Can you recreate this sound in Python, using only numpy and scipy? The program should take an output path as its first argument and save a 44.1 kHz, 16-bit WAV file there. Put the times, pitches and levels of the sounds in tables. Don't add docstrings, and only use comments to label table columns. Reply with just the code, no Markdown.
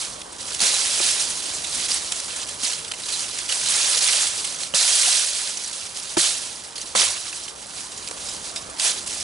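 import sys
import numpy as np
from scipy import signal
from scipy.fft import rfft, irfft, next_fast_len
from scipy.io import wavfile
from scipy.ndimage import uniform_filter1d

SR = 44100
rng = np.random.default_rng(int(sys.argv[2]) if len(sys.argv) > 2 else 0)


def pcm_store(signal):
    levels = np.round(np.clip(np.atleast_2d(signal), -1, 1) * 32767)
    wavfile.write(sys.argv[1], SR, levels.astype(np.int16).T)


def to_linear_factor(level_db):
    exponent = np.asarray(level_db, float) / 20
    return 10 ** exponent


N = 407043
PULL_SCRAPE_DB = -19
CONTROL_STEP = 16


def evened(x):
    return x / np.sqrt(np.mean(x ** 2) + 1e-20)


def read(points, hz):
    f, value = np.transpose(points)
    return np.interp(np.log(hz + 1), np.log(f + 1), value)


def passed(x, order, hz, kind):
    return signal.lfilter(*signal.butter(N=order, Wn=hz, btype=kind, fs=SR), x)


def add(mix, s, sound):
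    part = mix[round(s * SR):][:len(sound)]
    part += sound[:len(part)]


def strung(events, source):
    track = np.zeros(N)
    for s, *row in events:
        add(track, s, source(*row))
    return track


def shake(start_s, db, swell_s, hold_s, fade_db_per_s):
    t = np.arange(0, N, CONTROL_STEP) / SR - start_s
    climb_db = 14 * np.minimum(t / swell_s - 1, 0)
    fade_db = fade_db_per_s * np.maximum(t - swell_s - hold_s, 0)
    return (t >= 0) * to_linear_factor(db + climb_db - fade_db) ** 2


def shaking():
    # t/s, leaf level/dB, hold/s, fade/(dB/s), stem scrape re leaves/dB
    jerks = [(0.0, -26, 0.013, 83, -19), (0.61, -16.5, 0.029, 65, -17), (1.01, -19, 0.056, 40, -20),
             (1.195, -23.5, 0.013, 74, -25), (1.425, -30.5, 0.15, 84, -19.5),
             (2.279, -29, 0.15, 200, -15.5), (2.47, -32, .01, 52, -19), (2.627, -21.5, 0.039, 82, -18),
             (3.082, -26, 0.13, 40, -19), (3.373, -26, 0.023, 152, -16.5), (3.48, -22.5, 0.032, 60, -18),
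             (4.585, -29, 0.055, 223, -19), (4.744, -16, 0.41, 53, -21.5), (5.944, -32.5, 0.2, 302, -18.5),
             (6.177, -15.5, 0.078, 103, -20), (6.752, -36, 0.16, 200, -20), (6.956, -14.5, 0.062, 93, -17),
             (7.373, -43, 0.038, 155, -24), (7.887, -44, .06, 100, -22), (8.2, -35.5, .05, 100, -28),
             (8.554, -33.5, 0.016, 149, -22), (8.8, -23.5, 0.025, 100, -20), (9.06, -29.5, .2, 101, -20.5)]
    # t/s, leaf level/dB, swell/s, hold/s, fade/(dB/s)
    pulls = [(0.29, -29.5, 0.2, 0.071, 196), (0.579, -20.5, 0.04, 0.42, 45), (1.203, -32.5, 0.16, 0.25, 40),
             (1.598, -23.5, 0.16, 0.089, 100), (1.842, -22, 0.067, 0.042, 203),
             (1.944, -29, 0.084, 0.19, 76), (2.552, -27.5, 0.078, .01, 200),
             (2.855, -32.5, 0.14, 0.088, 90), (3.204, -42, 0.071, 0.38, 198), (3.498, -18, 0.22, 0.27, 200),
             (3.978, -17.5, 0.047, 0.21, 117), (4.25, -26.5, 0.11, 0.11, 50),
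             (5.296, -26, 0.057, 0.14, 124.5), (5.512, -31.5, 0.069, 0.24, 64),
             (6.304, -31, 0.13, 0.032, 41), (7.1, -33.5, 0.093, 0.3, 200), (7.533, -38.5, 0.073, .1, 100),
             (7.696, -31, 0.078, .03, 150), (7.803, -36, 0.12, 0.42, 50), (8.155, -34.5, 0.13, 0.05, 44),
             (8.397, -32.5, 0.052, 0.042, 252), (8.602, -39.5, 0.11, 0.16, 100),
             (8.785, -17, 0.069, 0.043, 264), (8.935, -29.5, 0.036, 0.021, 120)]
    rest_db, jerk_rise_s = -44, 0.002
    power = sum(shake(*row) for row in pulls) + to_linear_factor(rest_db) ** 2
    stems = power * to_linear_factor(PULL_SCRAPE_DB) ** 2
    for s, db, hold_s, fade_db_per_s, jerk_scrape_db in jerks:
        jerk = shake(s, db, jerk_rise_s, hold_s, fade_db_per_s)
        power = power + jerk
        stems = stems + jerk * to_linear_factor(jerk_scrape_db) ** 2
    at, points = np.arange(N), np.arange(0, N, CONTROL_STEP)
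    level_db = np.interp(at, points, 10 * np.log10(power))
    scrape_db = np.interp(at, points, 10 * np.log10(stems / power))
    dull_db = -8 + 0.04 * (level_db + 27) + 0.4 * (scrape_db - PULL_SCRAPE_DB)
    return level_db, scrape_db, dull_db


def wander(hz):
    band = signal.butter(N=1, Wn=[hz / 4, hz], btype="band", fs=SR / CONTROL_STEP)
    slow = signal.lfilter(*band, rng.standard_normal(N // CONTROL_STEP + 2))
    return evened(np.interp(np.arange(N) / CONTROL_STEP, np.arange(len(slow)), slow))


def jolts(per_s, fade_s):
    kicks = (rng.random(N) < per_s / SR) * np.minimum(rng.exponential(1, N), 2)
    return signal.lfilter([1], [1, -np.exp(-1 / (fade_s * SR))], kicks)


def ringing(x, depth_db):
    z = signal.stft(x, nperseg=512)[2]
    patches = uniform_filter1d(rng.standard_normal(z.shape), size=2, axis=0)
    patches = uniform_filter1d(patches, size=5, axis=1)
    return signal.istft(z * to_linear_factor(depth_db * evened(patches)), nperseg=512)[1][:N]


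def leaves(level_db, scrape_db, dull_db):
    # f/Hz, density/dB
    spectrum = [(180, -54), (300, -12), (439, -27), (504, -20.5), (705, -23), (1340, -22.5), (4400, -2),
                (8100, -3), (10800, 0.5), (11500, -22.5), (15000, -50), (22000, -120)]
    bands = np.zeros((3, N))
    sparse = np.clip((-18.5 - level_db) / 14, 0.2, 1)
    clump = to_linear_factor(sparse * 0.64 * wander(15.4)) * (1 + 0.13 * sparse * jolts(90, 0.013))
    for hz in np.geomspace(330, 11000, num=25):
        t = np.arange(round(6 * SR / hz) + 8) / SR
        tick = np.sin(2 * np.pi * hz * t) * (hz * t) * np.exp(-hz * t / 0.66)
        luck = rng.random(N) / (0.35 * hz / SR)
        at = np.flatnonzero(luck < 1)
        size = np.zeros(N)
        size[at] = (-1.) ** at * to_linear_factor(1.3 * np.minimum(-np.log(luck[at] + 1e-9), 5))
        size[at] *= clump[at] * to_linear_factor(1.77 * wander(17.8)[at])
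        grain = evened(signal.oaconvolve(size, tick)[:N])
        bands[np.searchsorted([1700, 3500], hz)] += to_linear_factor(read(spectrum, hz)) * np.sqrt(hz) * grain
    stems, twigs, fizz = (evened(ringing(b, depth_db=1.0)) for b in bands)
    scrape_db, dull_db = np.minimum(scrape_db, -9), np.minimum(dull_db, -3)
    sheen = signal.filtfilt(*signal.butter(N=1, Wn=6500, btype="high", fs=SR), fizz)
    fizz = fizz + (to_linear_factor(0.4 * (PULL_SCRAPE_DB - scrape_db)) - 1) * sheen
    rustle = to_linear_factor(level_db) * (fizz + to_linear_factor(dull_db - 3.0) * twigs + to_linear_factor(scrape_db + 1.0) * stems)
    return passed(rustle, 4, 492, "high")


def air(rustle_db):
    # f/Hz, density/dB
    spectrum = [(12, -43), (30, -6), (60, 2.5), (90, -2.5), (292, -1), (664, -1), (710, -2.5), (968, -1),
                (1380, -5), (2870, -15.5), (3070, -8.5), (4000, -14), (5200, -49), (8800, -120)]
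    # t/s, level/dB
    hum_course = [(0.0, -50), (1.8, -49.5), (3.2, -51.5), (4.2, -51.5), (4.72, -50.5), (4.82, -57), (5.2, -56),
                  (5.8, -53.5), (6.9, -52), (7.4, -53), (8.4, -49), (9.23, -49.5)]
    duck_from_db, duck_share, duck_s = -15.5, 0.9, 0.087
    frames, hz = N // 512 + 6, np.fft.rfftfreq(2048, 1 / SR)
    a, b, patches = rng.standard_normal((frames, 1025, 3)).T
    patches = evened(uniform_filter1d(uniform_filter1d(patches, size=8, axis=0), size=10, axis=1))
    z = (a + 1j * b) * to_linear_factor(read(spectrum, hz)[:, None] + 1.43 * patches)
    hum = signal.istft(z, nperseg=2048, noverlap=1536)[1][:N]
    keep = np.exp(-1 / (duck_s * SR))
    over_db = np.maximum(rustle_db - duck_from_db, 0)
    duck_db = duck_share * signal.lfilter([1 - keep], [1, -keep], over_db)
    hum_course_db = np.interp(np.arange(N) / SR, *np.transpose(hum_course))
    return to_linear_factor(hum_course_db - duck_db + 7.5) * evened(hum)


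def breeze():
    return to_linear_factor(-68.5) * evened(passed(rng.standard_normal((2, N)), 2, 160, "low"))


def flecks(level_db):
    per_s, over_rustle_db, fade_s = 30, 11.5, 0.00091
    luck = rng.random((round(per_s * N / SR), 2))
    at, hits = (luck[:, 0] * N).astype(int), np.zeros(N)
    hits[at] = luck[:, 1] * to_linear_factor(np.minimum(level_db[at], -24) + over_rustle_db)
    fleck = rng.standard_normal(300) * np.exp(-np.arange(300) / SR / fade_s)
    return signal.oaconvolve(hits, passed(fleck, 2, 2600, "high"))[:N]


def snap(db, hz, t60_s, ring_share, first=2.6):
    # pitch factor, level/dB
    twig = [(0.996, 6), (1.44, -5), (0.75, -9), (2.04, -8.5)]
    t = np.arange(3000) / SR
    luck = rng.standard_normal((3000, 2))
    burst = to_linear_factor(-60 * (t / t60_s) ** 2.0) * (1 - np.exp(-t / 0.00035))
    tears = luck[:, 0] * (0.51 + (abs(luck[:, 1]) > 1.6)) * burst
    tears[2] = first
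    t = t[:300]
    modes = sum(to_linear_factor(d) * np.sin(2 * np.pi * min(hz * k, 10500) * t) / k for k, d in twig)
    ring = np.diff(modes * np.sqrt(t) * to_linear_factor(-60 * t / 0.0052))
    rung = evened(signal.oaconvolve(tears, ring)[:3000])
    crack = evened(passed(tears, 2, [2280, 10500], "band"))
    share = np.clip(ring_share, 0, 1)
    sound = share * rung + (1 - share) * crack
    peak = np.sqrt(2 * uniform_filter1d(sound ** 2, size=90).max())
    return to_linear_factor(db - 4.5) * sound / peak


def snaps():
    # t/s, peak/dB, f/Hz, ring share/(0-1)
    snap_events = [(0.216, -20, 3450, 0.33), (0.546, -12.5, 7650, .05), (0.6027, -7, 4450, .4),
                   (0.741, -11, 4140, 0.9), (1.109, -10, 8200, 1), (1.915, -9.5, 4830, 0.6),
                   (1.942, -8.5, 8400, 0.9), (2.121, -8, 7000, .2), (2.2006, -14.5, 8900, 0.2),
                   (2.915, -16, 2940, 0.7), (3.0888, -14.5, 6000, 0), (3.3863, -15, 5000, 0.3),
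                   (3.5234, -8, 2920, 0.34), (3.6123, -15, 4540, 0.2), (3.685, -12, 7890, 0.2),
                   (4.633, -14.5, 4230, 0.6), (4.7493, -12, 7960, 0.7), (5.573, -16, 6000, 0.7),
                   (5.638, -19, 5900, 0.5), (5.644, -16, 5860, 0.7), (5.6763, -19, 7600, 0.9),
                   (5.975, -35, 8500, 0.5), (6.17, -10, 5000, 0.1), (6.951, -10.5, 5430, 0.2),
                   (7.3272, -18, 2650, 0.46), (7.48, -20, 2950, 0.7), (8.076, -18.5, 5100, 0.1),
                   (8.114, -26, 4730, 0.1), (8.56, -19, 3720, 0.4), (8.799, -10, 4700, .3),
                   (9.0743, -16, 8690, 0.5)]
    return strung([(s, db, hz, 0.015, ring) for s, db, hz, ring in snap_events], snap)


def slipping():
    # t/s, jump of the rustle/dB
    slips = [(0.2868, 4), (0.3835, 11), (0.7402, 4.1), (1.1923, 1), (1.4218, 5), (1.6384, 6), (1.883, 6),
             (2.0583, 2), (2.1173, 4), (2.3603, 9), (2.4641, 10), (2.4846, 7), (2.5948, 3), (2.6283, 2),
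             (3.0826, -1), (3.2799, 5), (3.6086, 2), (3.6585, 4.5), (3.6853, 6), (3.9721, 3), (4.1252, 5),
             (4.4427, 9), (4.6035, 7.0), (4.7356, 3), (5.5696, 5), (5.6736, 6), (5.714, 8), (5.7265, 11),
             (5.8522, 4.1), (5.9686, 2), (6.4078, 7.3), (6.6366, 10), (6.723, 5.0), (6.8578, 7), (7.252, 1),
             (7.5523, 9), (7.617, 4.8), (7.6662, 4.9), (7.6829, 4.9), (7.7642, 3), (7.8323, 6),
             (7.9199, 4.7), (7.9752, 3.6), (8.1591, 1), (8.5375, 8.2), (8.5583, 1), (8.6114, 5.8),
             (8.7276, 4), (8.7641, 11), (8.7935, 1), (8.832, 2), (8.8468, 1), (9.0707, 3.7), (9.1268, 7.5),
             (9.2004, 6.6)]
    brace_s, fade_s, brace_share, lead = 0.0092, 0.015, 0.68, 2000
    t, out_db = np.arange(-lead, 4000) / SR, np.zeros(N + 6000)
    shape = np.where(t < 0, -brace_share * np.exp(t / brace_s), (1 - brace_share) * np.exp(-t / fade_s))
    for s, jump_db in slips:
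        add(out_db, s, jump_db * shape)
    return to_linear_factor(out_db[lead:][:N])


def ticks():
    # t/s, peak/dB, f/Hz
    tick_events = [(.325, -26.5, 8600), (.5055, -25, 5750), (1.195, -19.5, 4200), (1.4222, -23, 7250),
                   (1.457, -17.5, 8670), (1.6432, -17, 3830), (2.362, -22, 8900), (2.488, -19, 7300),
                   (2.6352, -16, 6420), (2.847, -20.5, 3440), (2.879, -21, 7890), (2.9364, -21, 2870),
                   (3.035, -19.5, 3980), (3.492, -14, 3100), (3.9747, -12, 5440), (4.0117, -18, 4464),
                   (4.446, -15, 8100), (4.5434, -20, 6090), (5.947, -25, 8200), (6.7583, -22.5, 5420),
                   (6.779, -19, 4400), (6.8145, -17.5, 6200), (6.872, -26, 6000), (7.4515, -31, 5660),
                   (7.9777, -28, 6910), (8.286, -19, 5200), (8.292, -20, 7200), (8.697, -25, 8800),
                   (9.13, -24, 7900), (9.2066, -21, 5340)]
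    return strung([(*row, 0.026, 0.53) for row in tick_events], snap)


def sticks():
    # t/s, peak/dB, f/Hz
    stick_events = [(0.5937, -12, 3920), (3.6714, -10, 3780), (3.8469, -9, 4890), (3.9317, -9, 4550),
                    (3.9494, -7, 4870), (3.9894, -12, 4830), (4.041, -7, 4550), (4.0774, -6, 3170),
                    (4.1394, -12, 4870), (4.788, -11, 4490), (4.8294, -11, 4990), (4.865, -11, 4230),
                    (4.9028, -8, 2680), (4.9814, -12, 4160), (5.0117, -15, 4900), (5.0301, -13, 4400),
                    (5.0644, -10, 4980), (5.1614, -16, 4830), (5.4641, -23, 4770), (6.7974, -25, 4690),
                    (6.8084, -21, 4680), (6.8794, -28, 4900)]
    return strung([(s, db - 3, hz, 0.011, 0.39) for s, db, hz in stick_events], snap)


def catching():
    catches = [(.6015, .005, -6), (2.633, .01, -4), (3.0855, .008, -2), (3.388, 0.0074, -2),
               (3.492, .008, -4), (4.007, 0.015, -2.5), (5.015, .004, -3), (5.032, 0.0034, -4),
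               (5.572, 0.0073, 0), (6.756, .01, -3), (7.482, .01, -5), (8.565, .012, -2)]
    t, sink_db = np.arange(N) / SR, np.zeros(N)
    for s, length_s, db in catches:
        near = slice(round((s - 2 * length_s) * SR), round(s * SR))
        sink_db[near] += db * np.clip(2 + (t[near] - s) / length_s, 0, 1)
    return to_linear_factor(sink_db)


def knock(db, hz, t60_s, overtones_db):
    # pitch factor, level/dB, share of t60
    limb = [(.68, -12, .5), (1, 0, 1), (1.38, -6, .6), (1.8, -7, .7), (2.5, -8, .4), (3.1, -4, .4),
            (3.65, -4, .5), (4.6, -10, .35)]
    t = np.arange(6000) / SR
    modes = np.zeros(6000)
    for k, d, share in limb:
        decay_db = 60 * (t / (t60_s * share)) ** 1.08
        modes += to_linear_factor(d + overtones_db * (k > 1) - decay_db) * np.sin(2 * np.pi * hz * k * t)
    rough = passed(rng.standard_normal(6000), 2, [260, 1500], "band")
    splinters = evened(rough) * to_linear_factor(1.5 - 60 * t / 0.016)
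    sound = (modes + splinters) * (1 - np.exp(-t / 0.0016))
    return to_linear_factor(db + 7.5) * sound / abs(sound).max()


def knocks():
    # t/s, peak/dB, f/Hz, t60/s, overtones/dB
    knock_events = [(0.602, -35, 794, 0.05, -4), (1.001, -28, 348, 0.041, -10), (1.0, -30, 553, 0.033, -12),
                    (2.632, -37, 250, 0.038, -3), (4.738, -25.5, 543, 0.025, -2),
                    (5.078, -32.5, 740, 0.05, -12), (6.1709, -16, 337, 0.047, -6),
                    (6.9506, -21.5, 530, 0.028, 2), (8.1114, -33, 503, 0.025, -2),
                    (8.689, -40, 527, 0.065, -14), (8.844, -33, 840, 0.055, 9)]
    return strung(knock_events, knock)


def thud(db, hz, t60_s):
    t = np.arange(12000) / SR
    return to_linear_factor(db - 60 * t / t60_s) * np.sin(2 * np.pi * hz * t) * (1 - np.exp(-t / 0.0018))


def thuds():
    # t/s, peak/dB, f/Hz, t60/s
    thud_events = [
        (0.622, -27, 210, 0.052),
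        (1.76, -44, 246, 0.58),
        (4.738, -28, 197, 0.048),
        (6.173, -28, 170, 0.1),
        (6.956, -33, 205, .15),
        (7.06, -42, 85, .3),
    ]
    return strung(thud_events, thud)


def breaks():
    # t/s, peak/dB, f/Hz, t60/s, ring share/(0-1)
    break_events = [(0.994, -20, 2500, .02, .6), (2.647, -14, 5100, 0.027, 0.5),
                    (2.918, -14, 2500, 0.012, 0.27), (6.9505, -16, 1050, 0.027, .8),
                    (6.169, -12, 1110, 0.014, 0.8), (6.763, -23, 4730, .02, .8),
                    (2.732, -14, 4250, 0.013, 0.5), (3.12, -18, 4160, 0.06, 0.8),
                    (3.134, -16, 4040, 0.066, 0.9), (4.085, -11.5, 2300, 0.041, 0.5),
                    (4.129, -13, 3020, 0.022, 0.5), (4.269, -9, 3020, 0.022, 0),
                    (4.7394, -9.5, 2830, 0.0019, 0.8), (5.031, -12, 2980, 0.036, 0.3),
                    (8.565, -20, 5060, 0.054, 0.7), (8.5677, -21, 3730, 0.06, 0.7)]
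    return strung(break_events, snap)


def clicks():
    # t/s, peak/dB, f/Hz
    click_events = [(2.6338, -11, 4500), (2.9148, -17, 3300), (2.9195, -13, 4300), (3.0862, -18, 5500),
                    (3.3862, -15, 4200), (3.4912, -12, 4600), (2.121, -13, 4230), (3.959, -6, 6000),
                    (5.573, -13, 5800), (5.679, -16, 7500), (7.924, -25, 7400), (8.0752, -13, 4800),
                    (8.5612, -10, 5200), (8.5645, -14, 3600), (8.7975, -3, 4400), (4.7475, -10, 5000),
                    (3.6115, -13, 4500), (4.127, -12, 6000), (3.2304, -13, 5800), (5.7174, -24, 6500),
                    (5.972, -10, 8700), (7.4184, -22, 4860), (7.6694, -27, 9030), (7.696, -22, 7940),
                    (7.708, -22, 3110), (7.8987, -24, 9690), (7.9194, -17.5, 7920), (7.9773, -17, 6910),
                    (8.0865, -12, 7500), (8.1118, -11, 7100), (8.1804, -22, 9500), (8.2024, -24, 7660)]
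    return strung([(s, db - 3.5, hz, 0.005, 0.4, 4.9) for s, db, hz in click_events], snap)


def scattered(x):
    z = signal.stft(x, nperseg=256)[2]
    turned = z * np.exp(2j * np.pi * rng.random(z.shape))
    return np.sqrt(2) * signal.istft(turned, nperseg=256)[1][:N]


def ports(x):
    # f/Hz, lead of the left port/rad
    lead_points = [(60, -0.056), (250, -0.57), (600, -1.34), (1210, -1.6), (2930, -0.54), (4390, -0.079),
                   (7840, -0.14), (11900, -.1)]
    # f/Hz, left re right/dB
    tilt_points = [(60, 0), (140, 2), (350, 1.5), (840, -0.5), (2020, -6.5), (4870, -5.5), (11700, 0)]
    # f/Hz, likeness of the ports/(0-1)
    same_points = [(40, 0.96), (300, 0.87), (600, 0.8), (1000, 0.86), (2500, 0.6), (5000, 0.85),
                   (11000, .9)]
    size = next_fast_len(N + 4096)
    hz = np.fft.rfftfreq(size, 1 / SR)
    lead, tilt = read(lead_points, hz), to_linear_factor(read(tilt_points, hz) / 2)
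    same = np.clip(read(same_points, hz), 0, 1)
    shared = np.sqrt((1 + same) / 2) * rfft(x, size)
    own = np.sqrt((1 - same) / 2) * rfft(scattered(x), size)
    left = tilt * (shared + own) * np.exp(0.5j * lead)
    right = (shared - own) * np.exp(-0.5j * lead) / tilt
    middle = np.sqrt(tilt ** 2 + tilt ** -2 + 2 * same * np.cos(lead)) / 2
    return irfft(np.array([left, right]) / middle, size)[:, :N]


def scene():
    level_db, scrape_db, dull_db = shaking()
    rustle = catching() * slipping() * leaves(level_db, scrape_db, dull_db)
    bed = rustle + air(level_db) + flecks(level_db)
    wood = snaps() + ticks() + sticks() + knocks() + thuds() + breaks() + clicks()
    return ports(bed + wood) + breeze()


def top_cut(x):
    return signal.sosfilt(signal.butter(12, 12340, fs=SR, output="sos"), x)


def record(dry):
    thin = passed(dry, 2, 38, "high")
    soft = 0.75 * np.tanh(thin / 0.87)
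    lowpass = signal.firwin(2001, 11030, window=("kaiser", 4), fs=SR)
    limited = signal.oaconvolve(soft, lowpass[None], "same")
    return top_cut(limited)


dry = scene()
out = record(dry)
pcm_store(out)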